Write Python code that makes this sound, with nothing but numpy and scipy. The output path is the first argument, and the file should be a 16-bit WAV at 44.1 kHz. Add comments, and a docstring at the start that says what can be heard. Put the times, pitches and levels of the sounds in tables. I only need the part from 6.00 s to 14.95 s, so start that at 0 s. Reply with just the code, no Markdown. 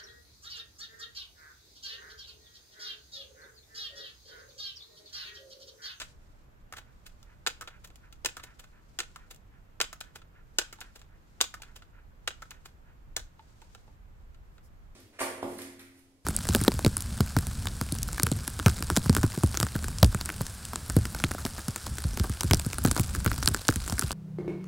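"""In a garden, a few metres from a phone, someone works the pump arm of an air rifle.
Each time the arm, links and stops touch, they chatter briefly and make the rifle ring.
The piston seal rubs in its tube and a jacket rustles. A table, a glasshouse and a fence
throw echoes. Behind it all, distant traffic rumbles and a faint hum fades away."""
import sys
import numpy as np
from scipy import signal
from scipy.fft import rfft, irfft, next_fast_len
from scipy.io import wavfile
from scipy.ndimage import uniform_filter1d

SR = 44100
rng = np.random.default_rng(int(sys.argv[2]) if len(sys.argv) > 2 else 0)


def unload_audio(sound):
    """Save the sound as a 16-bit wav file, at the path given as the first command line argument."""
    columns = np.transpose(np.atleast_2d(sound))
    # keep every value between -1 and 1, then stretch to whole-number steps
    steps = np.round(np.clip(columns, -1, 1) * 32767)
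    wavfile.write(sys.argv[1], SR, steps.astype(np.int16))


N = 394694
FREQ = np.arange(next_fast_len(N + SR) // 2 + 1) * SR / next_fast_len(N + SR)
FFT_SIZE = 2 * len(FREQ) - 2

# Six kinds of contact. Each row: time in seconds, level in dB, brightness in dB, extra wood sound in dB,
# chatter fade in ms. Levels in the tables are relative; a fade is the time to drop by 60 dB.
SLAMS = [(0.0, -32.5, -0.5, -22, 130), (0.017, -29.5, -4.5, -20, 53), (1.465, -18, -3, 1.5, 12.5),
         (1.472, -16.5, 0, 0, 34), (2.248, -24, 1, 8.5, 33), (2.259, -16, 1, 0, 24.5),
         (2.989, -23, 1, -2, 48), (3.003, -21.5, -1.5, 2, 26), (3.803, -16.5, -3.5, 4.5, 14),
         (3.813, -13.5, 1, -8, 24.4), (4.586, -11, 0, 0, 29), (5.406, -24, -5, -0.5, 21),
         (5.412, -11.5, 3, -4.5, 30), (6.276, -18.5, -2, 3, 37.4), (7.164, -27.5, -4, 1, 61),
         (7.166, -27, 8, 8, 25)]  # the arm slams shut on the tube, often in two blows
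RELEASES = [(0.725, -31, 0, -12, 28), (0.736, -34, -3, -3, 33), (1.611, -31.5, 1.5, 2, 45),
            (1.621, -34, -2, 7, 38), (2.368, -30.5, 0.5, 1, 48), (3.16, -34.5, -1.5, -5, 36),
            (3.929, -31.5, 1, -3, 39.3), (4.727, -32, 0.5, -5, 43), (5.541, -30.5, -0.5, -2, 37.8),
            (6.421, -33.5, -2, -3, 48)]  # the arm leaves its catch with a hollow tock
LINKS = [(1.675, -37.5, -4, 6, 51), (4.006, -41.5, 9, -8, 30), (4.011, -30.5, -2, -8, 24),
         (4.806, -46, 10, -8, 52), (4.813, -36, -4.5, 0, 51), (5.62, -37.5, 2, 3, 33),
         (5.633, -42.5, -4, 0, 44), (6.508, -38.5, 5, -8, 21.75), (6.513, -40.5, -5.5, 4, 36)]  # the links take up their slack
SCRAPES = [(0.77, -36.5, -1.5, -1, 40), (0.784, -36, -2.5, 3, 40.4), (1.066, -38.5, 1, -3, 40.2),
           (1.681, -41, -5.5, 6, 40), (1.847, -38, 0.5, -3, 40), (2.398, -41, -6.5, -8, 40),
           (2.438, -34.5, -0.5, 1, 40), (2.597, -39, 0.5, -6, 40.2), (2.642, -47.5, -3, -4, 40),
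           (3.311, -37, 1.5, 2, 40), (4.159, -36, -0.5, 5.5, 40), (4.96, -41, 1, 7, 41.3),
           (5.763, -39, 1, 1, 40.1), (6.658, -39, 0.5, 1, 40.3)]  # parts scrape into their stops
TICKS = [(1.229, -50.5, 1, 0, 23), (1.874, -61.5, 9, -4, 38), (1.903, -53.5, -7, 6, 30),
         (1.958, -51.5, 3.5, -4, 30), (2.126, -46, 0, -2, 40), (3.346, -57, 7, -2, 21.6),
         (3.361, -58, 5, 2, 35), (4.218, -51, -7.5, -2, 42), (4.994, -56.5, 2.5, 3, 49),
         (5.016, -48, -3.5, 0, 34), (5.822, -48, -7.5, -1, 42), (7.749, -42.5, -4.5, 8, 28),
         (8.346, -57, -5, -4, 35), (8.581, -55, -8, 6, 33)]  # loose pins tick
TAPS = [(4.787, -54, -1.5, -10, 30), (5.601, -57, 0, -8, 22), (7.394, -55.5, -4, -4.5, 43.8),
        (7.618, -49, 4.5, -2, 44.2), (7.878, -63.5, -2.5, 11, 52.3)]  # dull taps, most as the rifle is laid across the knees
# How each kind sounds. Each lists: levels in dB of stock, tube, arm, steel, edges and hollow note,
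# then the note's pitch in Hz, its fade in seconds, chatter rise in ms, strike level in dB.
SLAM_TONE = (-25, -15, -16, -13, -27, -20, 1502, .035, .5, -2)
RELEASE_TONE = (-33, -13, -23, -18, -25, -10, 1310, .025, .5, -3)
LINK_TONE = (-26, -13, -14, -14, -23, -20, 1459, .035, 0.7, -6.5)
SCRAPE_TONE = (-24, -13, -17, -15.5, -21, -20.5, 1500, .035, 3, -28)
TICK_TONE = (-21, -18, -15, -12, -20, -16, 1350, .035, 0.6, 2)
TAP_TONE = (-10.5, -9.5, -15, -22, -31, 1, 890, .07, 1.3, 0)


def rifle(lowest_hz=282.6):
    """All the contacts, heard from the front and the side. The rifle is too small to give off deep bass."""
    knocks = (contacts(SLAMS, SLAM_TONE) + contacts(RELEASES, RELEASE_TONE) + contacts(LINKS, LINK_TONE)
              + contacts(SCRAPES, SCRAPE_TONE) + contacts(TICKS, TICK_TONE) + contacts(TAPS, TAP_TONE))
    return signal.sosfilt(signal.butter(4, lowest_hz, "high", fs=SR, output="sos"), knocks)


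# The notes each part rings with. Each row: pitch in Hz, level in dB, fade in seconds.
STOCK_NOTES = [(357, -5.5, .03), (468, -2, 0.023), (647, -2.5, .02), (821, -5.5, 0.036)]
TUBE_NOTES = [(985, -8.5, .012), (1262, -8, 0.012), (1432, 1.5, 0.014), (1736, -3, 0.017),
              (2110, -5, 0.014)]
ARM_NOTES = [(2520, -1.4, .008), (2883, -0.49, 0.0089), (3420, 0, 0.0069), (3890, -1.5, 0.009),
             (4490, -2.3, 0.005)]
STEEL_NOTES = [(5200, 2, 0.00191), (6590, -2.5, 0.0039), (7476, -1, .003), (8800, -4, 0.00078)]
EDGE_NOTES = [(10400, -0.4, 0.00074), (12640, -0.66, 0.0012), (14300, -0.91, 0.00088)]
# How strongly stock, tube, arm, steel, edges and hollow note give off sound, in dB.
PART_DB = [6, 3.5, 8.22, 5.44, 6.63, 1.5]
BRIGHTNESS_SHARE = np.array([0, -1, 0, 1, 1.5, -1])  # dB each part gains per dB of brightness


def contacts(events, tone, grit_db=3.0):
    """Surfaces grind, strike, then chatter to rest, ringing each part. 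Gives front and side sound."""
    *tone_db, note_hz, note_fade, rise_ms, strike_db = tone
    hollow_note = [(note_hz, 0, note_fade)]
    parts = STOCK_NOTES, TUBE_NOTES, ARM_NOTES, STEEL_NOTES, EDGE_NOTES, hollow_note
    out = np.zeros((2, N + SR))
    lead = SR // 10  # room for grinding before the first strike
    ms = np.arange(SR // 14) / SR * 1000 - 5 * rise_ms
    strike = undb(strike_db) * np.exp(-np.abs(ms) / .35)
    for time, level_db, bright_db, wood_db, fade_ms in events:
        chatter = np.where(ms < 0, np.exp(ms / rise_ms), undb(-60 * ms / fade_ms))
        force = (chatter + strike) * undb(grit_db * rng.standard_normal(len(ms)))
        gains = undb(level_db + np.add(tone_db, PART_DB) + bright_db * BRIGHTNESS_SHARE)
        gains[0] *= undb(wood_db)
        start = lead + int((time + ms[0] / 1000) * SR)
        for direction in out:
            hit = sum(gain * ring(notes, force) for gain, notes in zip(gains, parts))
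            direction[start:start + len(hit)] += hit
    return out[:, lead:lead + N]


def ring(notes, force):
    """Each note of a part is shaken by its own tiny slips and takes a share of the blow's energy."""
    t = np.arange(SR // 16) / SR
    hz, db, fade = np.transpose(notes)[:, :, None]
    slips = force * rng.standard_normal((len(notes), len(force)))
    fading_tones = undb(-60 * t / fade) * np.sin(2 * np.pi * hz * t)
    swing = signal.fftconvolve(slips, fading_tones, axes=1)
    swing *= np.sqrt(np.sum(force ** 2) / np.sum(swing ** 2, axis=1, keepdims=True))
    strength = undb(db) * np.sqrt(fade)
    share = strength / np.linalg.norm(strength)
    return np.sum(share * swing, axis=0)


def uneven_spread(side):
    """Sound waves shorter than the rifle spread unevenly, so left and right differ in the treble."""
    treble = shape(side, 1j * FREQ / (1j * FREQ + 2000))
    return undb(-3.5) * treble * np.array([[1], [.25]])


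# Strokes of the seal, one each way. Each row: start in seconds, level in dB.
SEAL_STROKES = [(0.837, -67), (1.25, -60.5), (1.682, -57), (1.996, -61), (2.437, -57.5), (2.71, -62.5),
                (3.17, -59.5), (3.497, -65), (4.017, -60.5), (4.32, -61.5), (4.81, -60), (5.085, -65),
                (5.635, -61), (5.921, -61.5), (6.502, -61), (6.833, -63.5)]
# The colour of its rubbing. Each row: pitch in Hz, rough width in Hz, level in dB.
SEAL_BANDS = [(980, 150, -7), (1430, 200, 0), (1750, 260, -3), (2300, 700, -10)]


def seal(t, stroke_s=0.11):
    """The piston seal swishes as it rubs along the tube."""
    strokes = [(start, stroke_s, db) for start, db in SEAL_STROKES]
    return swells(t, strokes) * friction(SEAL_BANDS, rate_hz=60, flicker_db=1.5)


# Sleeve brushes and thin cuff flicks. Each row: start in seconds, length in seconds, level in dB.
SLEEVE_MOVES = [(-.15, 0.32, -60.5), (0.09, 0.4, -77.5), (0.802, 0.66, -78.5), (1.35, 0.86, -79.5),
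                (2.1, 0.74, -77), (2.795, 0.56, -73.5), (3.85, 0.36, -79), (4.443, .65, -73),
                (5.149, 0.77, -74), (6.195, 0.59, -74.5), (7.314, 0.67, -71.5)]
CUFF_FLICKS = [(8.52, 0.073, -76.5), (8.623, 0.07, -68)]
# The colour of each. Each row: pitch in Hz, rough width in Hz, level in dB.
SLEEVE_BANDS = [(2500, 1500, -2), (4500, 2500, 0), (7000, 2500, -2)]
CUFF_BANDS = [(5200, 900, 0), (7500, 3000, -3), (11500, 4000, -3)]


def jacket(t, resting_db=-82.5):
    """Sleeves brush quilted cloth over a wide area, so each microphone hears its own rustle."""
    rustle = np.array([friction(SLEEVE_BANDS, rate_hz=100, flicker_db=2.5) for _ in range(2)])
    swish = np.array([friction(CUFF_BANDS, rate_hz=180, flicker_db=1.8) for _ in range(2)])
    return (undb(resting_db) + swells(t, SLEEVE_MOVES)) * rustle + swells(t, CUFF_FLICKS) * swish


def friction(bands, rate_hz, flicker_db):
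    """Rubbing with uneven pressure makes a flickering hiss; each band gets its own noise."""
    pressure = undb(flicker_db * wander(rate_hz))
    return unit(sum(undb(db) * shape(pressure * rng.standard_normal(N), band(hz, 1.5 * width) ** 2)
                    for hz, width, db in bands))


# Single echoes. Each row: delay in ms, left level in dB, right level in dB, extra left delay in ms.
ECHOES = [(7.977, -16, -21.5, -0.015), (28.75, -23, -17.5, -0.073), (35.27, -21, -26, -0.3),
          (47.5, -40, -34.5, 0.18)]
# Clouds of weak echoes. Each row: pitch in Hz, fade in seconds, level in dB.
ECHO_TAILS = [(404, 0.12, -19.5), (1160, 0.32, -18.5), (2900, 0.29, -18), (7500, .22, -16.5),
              (11940, 0.048, -10.5)]


def garden(front, side, onset_ms=3.1, right_lag_ms=0.11, dull_above_hz=6120):
    """The front sound arrives directly and as echoes; the side sound only as a scattered tail."""
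    t = np.arange(SR // 2) / SR
    onset = 1 - np.exp(-(t * 1000 / onset_ms) ** 2)
    channels = []
    for left in (1, 0):
        direct = undb(-3.75) if left else undb(-1.25) * delay(right_lag_ms)
        echoes = sum(undb(db[1 - left]) * delay(ms + right_lag_ms + left * lag)
                     for ms, *db, lag in ECHOES)
        echoes /= 1 + 1j * FREQ / dull_above_hz  # wood and leaves swallow the treble
        front_tail, side_tail = (
            sum(undb(db - 1) * band(hz, hz) * scatter(onset * undb(-60 * t / fade))
                for hz, fade, db in ECHO_TAILS) for _ in range(2))
        channels.append(shape(front, direct + echoes + front_tail) + shape(side, side_tail))
    return np.array(channels)


def scatter(envelope):
    """A filter made of many weak, random echoes whose strength follows the envelope."""
    cloud = rng.standard_normal(len(envelope)) * envelope
    return rfft(cloud / np.linalg.norm(cloud), FFT_SIZE)


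# The colour of the road noise. Each row: pitch in Hz, level in dB.
TRAFFIC_COLOUR = [(12, -23), (20, 5.5), (63, -2), (310, -22), (1440, -27.5), (5230, -47), (7520, -46.5),
                  (8890, -53), (14300, -44.5), (16000, -60)]
# How alike its left and right are. Each row: pitch in Hz, likeness from -1 (opposite) to 1 (same).
TRAFFIC_LIKENESS = [(30, .6), (70, .78), (130, .75), (290, .6), (640, -.25), (1410, -.3), (3100, 0),
                    (15000, 0)]
# Its deepest rumble. Each row: time in seconds, level in dB.
RUMBLE_LEVELS = [(0.0, -60), (0.05, -57), (1.74, -55), (5.53, -57), (5.56, -53), (6.98, -55), (7.25, -46.5),
                 (7.3, -57.5), (8.37, -50), (8.6, -52.5), (8.95, -52)]


def traffic(t, road_db=-53, rumble_below_hz=90):
    """Far road noise comes from all round; its deepest part swells and sinks."""
    colour, likeness = undb(curve(TRAFFIC_COLOUR)), curve(TRAFFIC_LIKENESS)
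    common = shape(rng.standard_normal(N), colour * np.sqrt(1 + likeness))
    opposed = shape(rng.standard_normal(N), colour * np.sqrt(1 - likeness))
    road = undb(road_db) * unit(np.array([common + opposed, common - opposed]))
    road *= undb([[-.6], [.6]])  # a little louder on the right
    rumble = shape(road, 1 / (1 + (FREQ / rumble_below_hz) ** 8))
    rumble_db = np.interp(t, *np.transpose(RUMBLE_LEVELS))
    return road - rumble + unit(rumble) * undb(rumble_db)


def hum(t, hz=595, level_db=-80, gone_at_s=3.5):
    """A faint, wavering tone far away holds, then dies out."""
    tone = unit(shape(rng.standard_normal(N), band(hz, width_hz=25) ** 2))
    return undb(level_db) * np.clip(2 * (1 - t / gone_at_s), 0, 1) * tone


def swells(t, moves):
    """Loudness rises and falls in one arch with the speed of each movement."""
    return sum(undb(db) * np.sin(np.pi * np.clip((t - start) / length, 0, 1))
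               for start, length, db in moves)


def wander(rate_hz):
    """A smooth random drift, roughly 1 either side of zero."""
    hold = int(SR / rate_hz)
    steps = np.repeat(rng.standard_normal(N // hold + 1), hold)
    return 1.3 * uniform_filter1d(uniform_filter1d(steps, hold), hold)[:N]


def undb(db):
    """Turn dB into a multiplier."""
    return 10 ** (np.asarray(db) / 20)


def unit(x):
    """Scale to an average (rms) level of 1."""
    return x / np.sqrt(np.mean(x ** 2))


def shape(x, gain):
    """Apply a filter: one gain for each frequency in FREQ."""
    return irfft(rfft(x, FFT_SIZE) * gain, FFT_SIZE)[..., :N]


def delay(ms):
    """A filter that makes a sound arrive later."""
    return np.exp(-2j * np.pi * FREQ * ms / 1000)


def band(hz, width_hz):
    """A filter that favours sound near one pitch."""
    f = FREQ + 1e-3
    return 1 / (1 + 1j * (f / hz - hz / f) * hz / width_hz)


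def curve(table):
    """Join a table's (pitch, value) points into a curve over FREQ."""
    hz, value = np.transpose(table)
    return np.interp(np.log(FREQ + 1), np.log(hz), value)


def scene():
    """Rifle, seal and jacket in the garden, over the hum and traffic."""
    t = np.arange(N) / SR
    front, side = rifle()
    near = garden(front + seal(t), side) + uneven_spread(side) + jacket(t)
    return near + hum(t) + traffic(t)


def record(dry, top_hz=16000):
    """The phone cuts off the highest treble."""
    return signal.sosfilt(signal.ellip(8, .2, 70, top_hz, fs=SR, output="sos"), dry)


dry = scene()
out = record(dry)
unload_audio(out)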